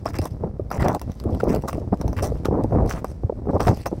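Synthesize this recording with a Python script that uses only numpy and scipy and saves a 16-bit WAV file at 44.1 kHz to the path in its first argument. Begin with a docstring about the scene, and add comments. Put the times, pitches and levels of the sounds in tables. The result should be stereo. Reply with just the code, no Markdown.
"""Crampons on icy snow

A walker is heard from a camera worn on the chest. Steel points click and squeak on the ice
and their frame rings; the crust crunches and scrapes under each step. Poles and gear knock,
the steps jolt the camera, and wind rumbles and flutters on its two microphones."""
import sys
import numpy as np
from scipy import signal
from scipy.fft import rfft, irfft
from scipy.io import wavfile
from scipy.ndimage import uniform_filter1d

SR = 44100
rng = np.random.default_rng(int(sys.argv[2]) if len(sys.argv) > 2 else 0)


def wav_out(sig):
    """Save sig, one row per channel (or a flat mono array), as 16-bit PCM at SR to the path in sys.argv[1]."""
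    wavfile.write(sys.argv[1], SR, np.round(np.clip(np.atleast_2d(sig).T, -1, 1) * 32767).astype(np.int16))


N = 176400
T = np.arange(N) / SR
HZ = np.fft.rfftfreq(N, 1 / SR)
ATTACK_S = 0.0013


def amp(db):
    """Decibels to gain."""
    return 10 ** (np.asarray(db) / 20)


def unit_rms(x):
    """Scales to an rms of one."""
    return x / np.sqrt(np.mean(x ** 2, axis=-1, keepdims=True) + 1e-20)


def log_interp(points, hz):
    """Reads a table on a log-frequency axis."""
    freq_hz, value = np.transpose(points)
    return np.interp(np.log(hz + 1), np.log(freq_hz + 1), value)


def add(mix, start_s, sound):
    """Mixes a sound in at start_s."""
    part = mix[:, max(round(start_s * SR), 0):][:, :sound.shape[-1]]
    part += sound[..., :part.shape[-1]]


def colour(x, spectrum, size=4096):
    """Causal filter of unit energy with the given spectral shape."""
    log_gain = np.log(amp(log_interp(spectrum, abs(np.fft.fftfreq(size, 1 / SR)))))
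    taps = np.fft.ifft(np.exp(np.conj(signal.hilbert(log_gain)))).real[:size // 2]
    return signal.oaconvolve(x, taps[None] / np.linalg.norm(taps), axes=1)[:, :N]


def grains(per_s, spread_db, noise_gain):
    """Impulses of uneven size at random moments, over a fine hiss."""
    sizes = amp(spread_db * np.minimum(rng.exponential(1, N), 4))
    fires = rng.random(N) < per_s / SR
    impulses = unit_rms(sizes * fires * rng.choice([-1., 1.], (2, N)))
    return impulses + noise_gain * rng.standard_normal((2, N))


def smooth(x, samples):
    """Triangular moving average."""
    return uniform_filter1d(uniform_filter1d(x, samples), samples)


def steady(x, samples):
    """Evens out the slow level of a texture and keeps its grain."""
    return x / np.sqrt(abs(smooth(x ** 2, samples)) + 1e-9)


def texture(spectrum, per_s, spread_db, noise_gain, samples):
    """Coloured grains at a steady level."""
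    return steady(colour(grains(per_s, spread_db, noise_gain), spectrum), samples)


def strokes(rows, fall_s):
    """Attack, hold and release envelope for rows of start_s, length_s, level_db."""
    power = np.zeros((1, N))
    for start_s, length_s, level_db in rows:
        t = T[:int((length_s + 10 * fall_s) * SR)]
        attack = 1 - np.exp(-t / ATTACK_S)
        release = np.exp(-np.maximum(t - length_s, 0) / fall_s)
        add(power, start_s, (amp(level_db) * attack * release) ** 2)
    return np.sqrt(power)


def lumps(depth_db, samples):
    """Quick random swells and dips of level."""
    return amp(depth_db * np.tanh(unit_rms(smooth(rng.standard_normal(N), samples))))


def mottle(x, depth_db, bins, frames):
    """Random gain in patches of frequency and time: the colour flickers."""
    spectra = signal.stft(x, nperseg=256)[2]
    noise = rng.standard_normal(spectra.shape[1:])
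    patches = uniform_filter1d(uniform_filter1d(noise, bins, 0), frames, 1)
    return signal.istft(spectra * amp(depth_db * unit_rms(patches)), nperseg=256)[1][:, :N]


# wind spectra: freq_hz, gain_db
RUMBLE_SPECTRUM = [(15, -15), (30, -36), (48, 2.5), (110, -3), (170, -8), (600, -23), (16000, -100)]
FLUTTER_SPECTRUM = [(40, -18), (200, 2.5), (720, -6.5), (1100, -17), (1600, -31), (4000, -64), (16000, -97)]
# rumble strength: time_s, level_db
RUMBLE_LEVELS = [(0, -34), (.23, -31), (.39, -38), (.45, -28.5), (.68, -36), (.88, -18), (.99, -40),
                 (1.10, -29), (1.135, -44), (1.18, -35.5), (1.49, -22.5), (1.68, -29), (2.42, -27),
                 (2.70, -24), (2.77, -14.5), (3.02, -33.5), (3.44, -34.5), (3.71, -20), (3.79, -36.5),
                 (4, -34)]
# air buffeting the microphones: start_s, length_s, level_db
BUFFETS = [(.432, 0.048, -29.5), (1.25, 0.12, -27.5), (1.427, 0.15, -22), (1.636, 0.018, -22),
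           (1.80, 0.04, -32), (1.922, 0.017, -16.5), (2.508, 0.11, -20), (2.72, 0.042, -22),
           (2.755, 0.038, -16.5), (2.80, 0.077, -23), (3.482, 0.021, -20), (3.530, 0.039, -19.5),
           (3.71, 0.026, -21.5), (3.915, 0.017, -22.5)]


def wind(bright_above_hz=850, bright_gust_db=-12.5):
    """Air on the microphones: a low rumble, and buffets that brighten the harder they blow."""
    rumble = texture(RUMBLE_SPECTRUM, per_s=350, spread_db=4.2, noise_gain=0.8, samples=1500)
    rumble *= amp(np.interp(T, *np.transpose(RUMBLE_LEVELS)))
    gust = strokes(BUFFETS, fall_s=0.0091) * lumps(depth_db=1.66, samples=400)
    eddies = texture(FLUTTER_SPECTRUM, per_s=450, spread_db=3.93, noise_gain=0.43, samples=700)
    eddies = mottle(eddies, depth_db=2.95, bins=2, frames=6)
    dull = signal.sosfiltfilt(signal.butter(2, bright_above_hz, fs=SR, output="sos"), eddies)
    bright = 2 * np.tanh(gust / amp(bright_gust_db)) * (eddies - dull)
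    return rumble * lumps(depth_db=5.8, samples=900) + gust * (dull + bright)


# air and clothing spectrum: freq_hz, gain_db
HISS_SPECTRUM = [(600, 14), (2500, 6), (5500, 3.5), (7000, 0), (15800, -15)]
# hiss strength, lower in the pauses of the walk: time_s, level_db
HISS_LEVELS = [(0, -59.5), (.53, -65.5), (.9, -59.5), (3.1, -59), (3.28, -65), (4, -56.5)]


def hiss(envelope):
    """Open air and rustling clothes hiss faintly."""
    flicker = lumps(depth_db=1.5, samples=1500)
    return envelope * flicker * colour(rng.standard_normal((2, N)), HISS_SPECTRUM)


# ice tick spectrum, for chips and clicks: freq_hz, gain_db
TICK_SPECTRUM = [(600, -29.5), (1500, 3), (5800, 1.5), (7500, -3.5), (15800, -7.5)]


def chips(envelope):
    """Stray chips of ice tick at random."""
    return amp(-11) * envelope * colour(grains(per_s=110, spread_db=3, noise_gain=0), TICK_SPECTRUM)


# crunch layer spectra: freq_hz, gain_db
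GRIT_SPECTRUM = [(1200, -34), (4000, -3), (5800, 3), (7000, 0), (11000, -9.5), (15800, -6.5)]
CRACK_SPECTRUM = [(500, -7.5), (1100, 4.5), (2700, -4.5), (3500, -10.5), (16000, -46)]
SNOW_SPECTRUM = [(40, -12.5), (150, 0), (700, 2), (1100, -9), (2200, -35), (4000, -54), (16000, -90)]
# crust breaking underfoot: start_s, length_s, grit_db, crack_db, snow_db
CRUNCHES = [(0.054, 0.014, -44, -35, -38.5), (0.077, 0.026, -48, -42, -36.5),
            (0.133, .032, -48, -41, -40.5), (0.215, 0.056, -48, -46, -38.5),
            (0.713, 0.061, -47, -42.5, -26), (0.795, 0.057, -48, -35, -31.5),
            (0.842, 0.021, -58, -38, -15.5), (0.868, 0.049, -55, -47, -24.5),
            (0.909, 0.054, -53, -56, -29.5), (1.398, 0.0053, -42.5, -35.5, -26.5),
            (1.483, 0.06, -48, -38, -49), (1.676, 0.02, -36, -32, -34), (2.165, 0.033, -47.5, -32.5, -47.5),
            (2.221, 0.035, -33.5, -36.5, -25.5), (2.252, 0.024, -44, -43, -28),
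            (2.448, 0.0049, -48, -30, -41.5), (2.89, 0.032, -41.5, -35.5, -36),
            (2.925, 0.074, -52.5, -44, -41), (3.596, 0.016, -42, -35, -17.5), (3.615, 0.086, -45, -38, -39),
            (3.667, 0.019, -37.5, -27.5, -12.5), (3.857, 0.0076, -31.5, -34, -19.5)]


def crunches(fall_s=0.0086):
    """Each step breaks fine ice, cracks the crust and packs the snow below."""
    start_s, length_s, grit_db, crack_db, snow_db = np.transpose(CRUNCHES)
    grit = texture(GRIT_SPECTRUM, per_s=650, spread_db=4.5, noise_gain=0.4, samples=800)
    crack = texture(CRACK_SPECTRUM, per_s=600, spread_db=5.1, noise_gain=0.5, samples=700)
    snow = texture(SNOW_SPECTRUM, per_s=600, spread_db=4.2, noise_gain=0.53, samples=400)
    return (grit * strokes(zip(start_s, length_s, grit_db), fall_s)
            + crack * strokes(zip(start_s, length_s, crack_db), fall_s)
            + snow * strokes(zip(start_s, length_s, snow_db), fall_s))


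# points biting: start_s, length_s, level_db, pitch_hz
SQUEAKS = [(0.058, 0.012, -26, 1190), (0.059, 0.014, -36.5, 5250), (0.713, 0.0042, -16.5, 1214),
           (0.795, 0.039, -35, 2000), (1.402, 0.0051, -24.5, 1360)]


def squeaks(relative_width=0.15):
    """A point slipping in hard ice gives a short, rough tone."""
    out = np.zeros((2, N))
    for start_s, length_s, level_db, pitch_hz in SQUEAKS:
        band = 1 / (1 + (2 * (HZ / pitch_hz - 1) / relative_width) ** 4)
        tone = steady(irfft(rfft(rng.standard_normal((2, N))) * band, N), samples=300)
        out += tone * strokes([(start_s, length_s, level_db)], fall_s=ATTACK_S)
    return out


def impacts(rows, spectrum, fall_s, tail_s, tail_db):
    """Sharp noise bursts with a weak tail of debris, for rows of start_s, level_db."""
    envelope, t = np.zeros((2, N)), T[:SR // 8]
    attack = 1 - np.exp(-3 * t / fall_s)
    decay = np.exp(-t / fall_s) + amp(tail_db) * np.exp(-t / tail_s)
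    for start_s, level_db in rows:
        add(envelope, start_s, amp(level_db) * attack * decay)
    return envelope * steady(colour(rng.standard_normal((2, N)), spectrum), samples=130)


# ice body spectrum: freq_hz, gain_db
TOCK_SPECTRUM = [(60, -5.5), (750, 8.5), (1300, -3.5), (1800, -20.5), (5000, -34), (16000, -85)]
# points and pole tips striking: start_s, tick_db, tock_db
CLICKS = [(0.059, -32, -19), (0.1869, -19, -25), (0.216, -28, -48), (.2550, -21, -17), (0.7042, -32.5, -27),
          (0.7145, -22.5, -14), (0.8832, -16.5, -16), (.9480, -24, -15.5), (0.9954, -33, -38),
          (1.0153, -24.5, -23), (1.0992, -45, -41), (1.1180, -35, -50), (1.2002, -30.5, -38),
          (1.2391, -36.5, -34), (1.3479, -35, -27), (1.44, -31.5, -33), (1.548, -24, -40),
          (1.561, -28, -17), (1.622, -32.5, -39), (1.6832, -22, -23), (1.73, -28.5, -21),
          (2.0134, -26.5, -13.5), (2.0794, -29.5, -21), (2.13, -31.5, -20.5), (2.2277, -24, -14.5),
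          (2.4554, -21, -11), (2.6375, -32.5, -34), (2.861, -35.5, -41), (2.9047, -24, -24),
          (3.0449, -25.5, -13.5), (3.7723, -30, -26)]


def clicks():
    """A steel point gives a bright tick and a dull tock from the ice beneath."""
    start_s, tick_db, tock_db = np.transpose(CLICKS)
    ticks = impacts(zip(start_s, tick_db), TICK_SPECTRUM, fall_s=0.00087, tail_s=0.013, tail_db=-22.5)
    tocks = impacts(zip(start_s, tock_db), TOCK_SPECTRUM, fall_s=0.0014, tail_s=0.0071, tail_db=-11.5)
    return ticks + tocks


# crampon frame modes: freq_hz, gain_db
STEEL_MODES = [(1967, -2.5), (2689, 4), (5000, 4), (5817, 0), (6260, 1.5)]


def steel_ring(drive, t60_s=0.066, gain_db=-19.5):
    """The crampon frame rings briefly with whatever strikes it."""
    t = T[:SR // 5]
    ring = sum(amp(db - 60 * t / t60_s) * np.cos(2 * np.pi * hz * t) for hz, db in STEEL_MODES)
    return amp(gain_db) * signal.oaconvolve(drive, ring[None] / np.linalg.norm(ring), axes=1)[:, :N]


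# hollow gear modes: freq_hz, gain_db
GEAR_MODES = [(210, -3), (370, 5), (560, 1), (760, -5), (1050, -23.5)]
# boots and gear knocking: start_s, peak_db
KNOCKS = [(.190, -13.5), (0.436, -15.5), (0.5957, -15), (1.433, -9.5), (1.473, -11), (1.780, -15),
          (1.926, -32), (2.044, -19), (2.32, -18), (2.484, -9), (2.644, -10), (3.235, -18.5),
          (3.296, -11.5), (3.323, -19), (3.47, -14.5)]


def knocks(rise_s=0.0019, detune=0.2):
    """Boots and gear clunk hollowly, their modes detuned at random for each knock."""
    out, t = np.zeros((2, N)), T[:SR // 6]
    envelope = t / rise_s * np.exp(1 - t / rise_s)
    for start_s, peak_db in KNOCKS:
        draws = rng.uniform(-1, 1, len(GEAR_MODES))
        clunk = envelope * sum(amp(db) * np.sign(draw) * np.sin(2 * np.pi * hz * (1 + detune * draw) * t)
                               for (hz, db), draw in zip(GEAR_MODES, draws))
        add(out, start_s, amp(peak_db) * clunk / abs(clunk).max())
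    return out


# body jolts: start_s, peak_db
THUMPS = [(0.197, -14), (0.315, -19.5), (0.616, -20.5), (1.063, -20.5), (1.259, -14.5), (1.325, -13),
          (1.918, -15), (2.053, -17), (2.486, -12.5), (2.738, -8.5), (3.244, -11), (3.542, -12.5),
          (3.686, -11)]


def camera_thumps(start_hz=101, sag_per_s=8.8, rise_s=0.0052):
    """The jolted camera bounces for a few cycles of sagging pitch."""
    out, t = np.zeros((2, N)), T[:SR // 6]
    envelope = t / rise_s * np.exp(1 - t / rise_s)
    cycles = start_hz * (1 - np.exp(-sag_per_s * t)) / sag_per_s
    for start_s, peak_db in THUMPS:
        add(out, start_s, amp(peak_db) * envelope * np.sin(2 * np.pi * cycles))
    return out


# loose ice spectrum: freq_hz, gain_db
SCRAPE_SPECTRUM = [(600, 8), (1300, -2), (5400, -0.5), (7000, -5), (15800, -16)]
# points dragging lightly: start_s, length_s, level_db
SCRAPES = [(.305, 0.007, -48), (1.10, 0.088, -57.5), (1.30, 0.29, -56), (1.57, 0.2, -60),
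           (1.70, 0.1, -54.5), (1.92, 0.39, -60.5), (2.29, 0.093, -57), (2.872, 0.065, -43.5),
           (3.045, 0.073, -54.5), (3.49, 0.29, -56), (3.71, .11, -47)]


def scrapes():
    """Loose crumbs of ice hiss and tick as the foot moves on."""
    crumbs = texture(SCRAPE_SPECTRUM, per_s=220, spread_db=5, noise_gain=0.6, samples=1500)
    return crumbs * strokes(SCRAPES, fall_s=0.017)


# likeness of the two microphones: freq_hz, coherence
MIC_COHERENCE = [(1000, 1), (1500, 0.05), (3000, 0.5), (11000, 1), (13000, 0.83)]
# phase of left ahead of right: freq_hz, lead_rad
MIC_LEAD = [(1600, 0.5), (3200, -3.5), (5600, -5.5), (6800, -4), (8000, -5.5)]


def microphones(x, mono_below_hz=810):
    """Two close microphones: the bass is shared, the treble differs in phase and detail."""
    left, other = rfft(x)
    coherence = np.clip(log_interp([(mono_below_hz, 1)] + MIC_COHERENCE, HZ), 0, 1)
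    lead_rad = log_interp(MIC_LEAD, HZ) * (HZ > mono_below_hz)
    right = coherence * np.exp(-1j * lead_rad) * left + np.sqrt(1 - coherence ** 2) * other
    return irfft(np.array([left, right]), N)


def scene():
    """Feet on the ice, the moving body and the wind."""
    hiss_envelope = amp(np.interp(T, *np.transpose(HISS_LEVELS)))
    crust = (crunches() + scrapes()) * lumps(depth_db=1.36, samples=250)
    feet = mottle(crust + clicks() + chips(hiss_envelope), depth_db=3.33, bins=6, frames=12)
    walker = feet + steel_ring(feet) + squeaks() + knocks() + camera_thumps()
    return microphones(walker + wind() + hiss(hiss_envelope))


def record(dry):
    """The camera's band limit."""
    cutoff_hz = 15900
    lowpass = signal.firwin(511, cutoff_hz, window=("kaiser", 9), fs=SR)
    return signal.oaconvolve(dry, lowpass[None], "same")


dry = scene()
out = record(dry)
wav_out(out)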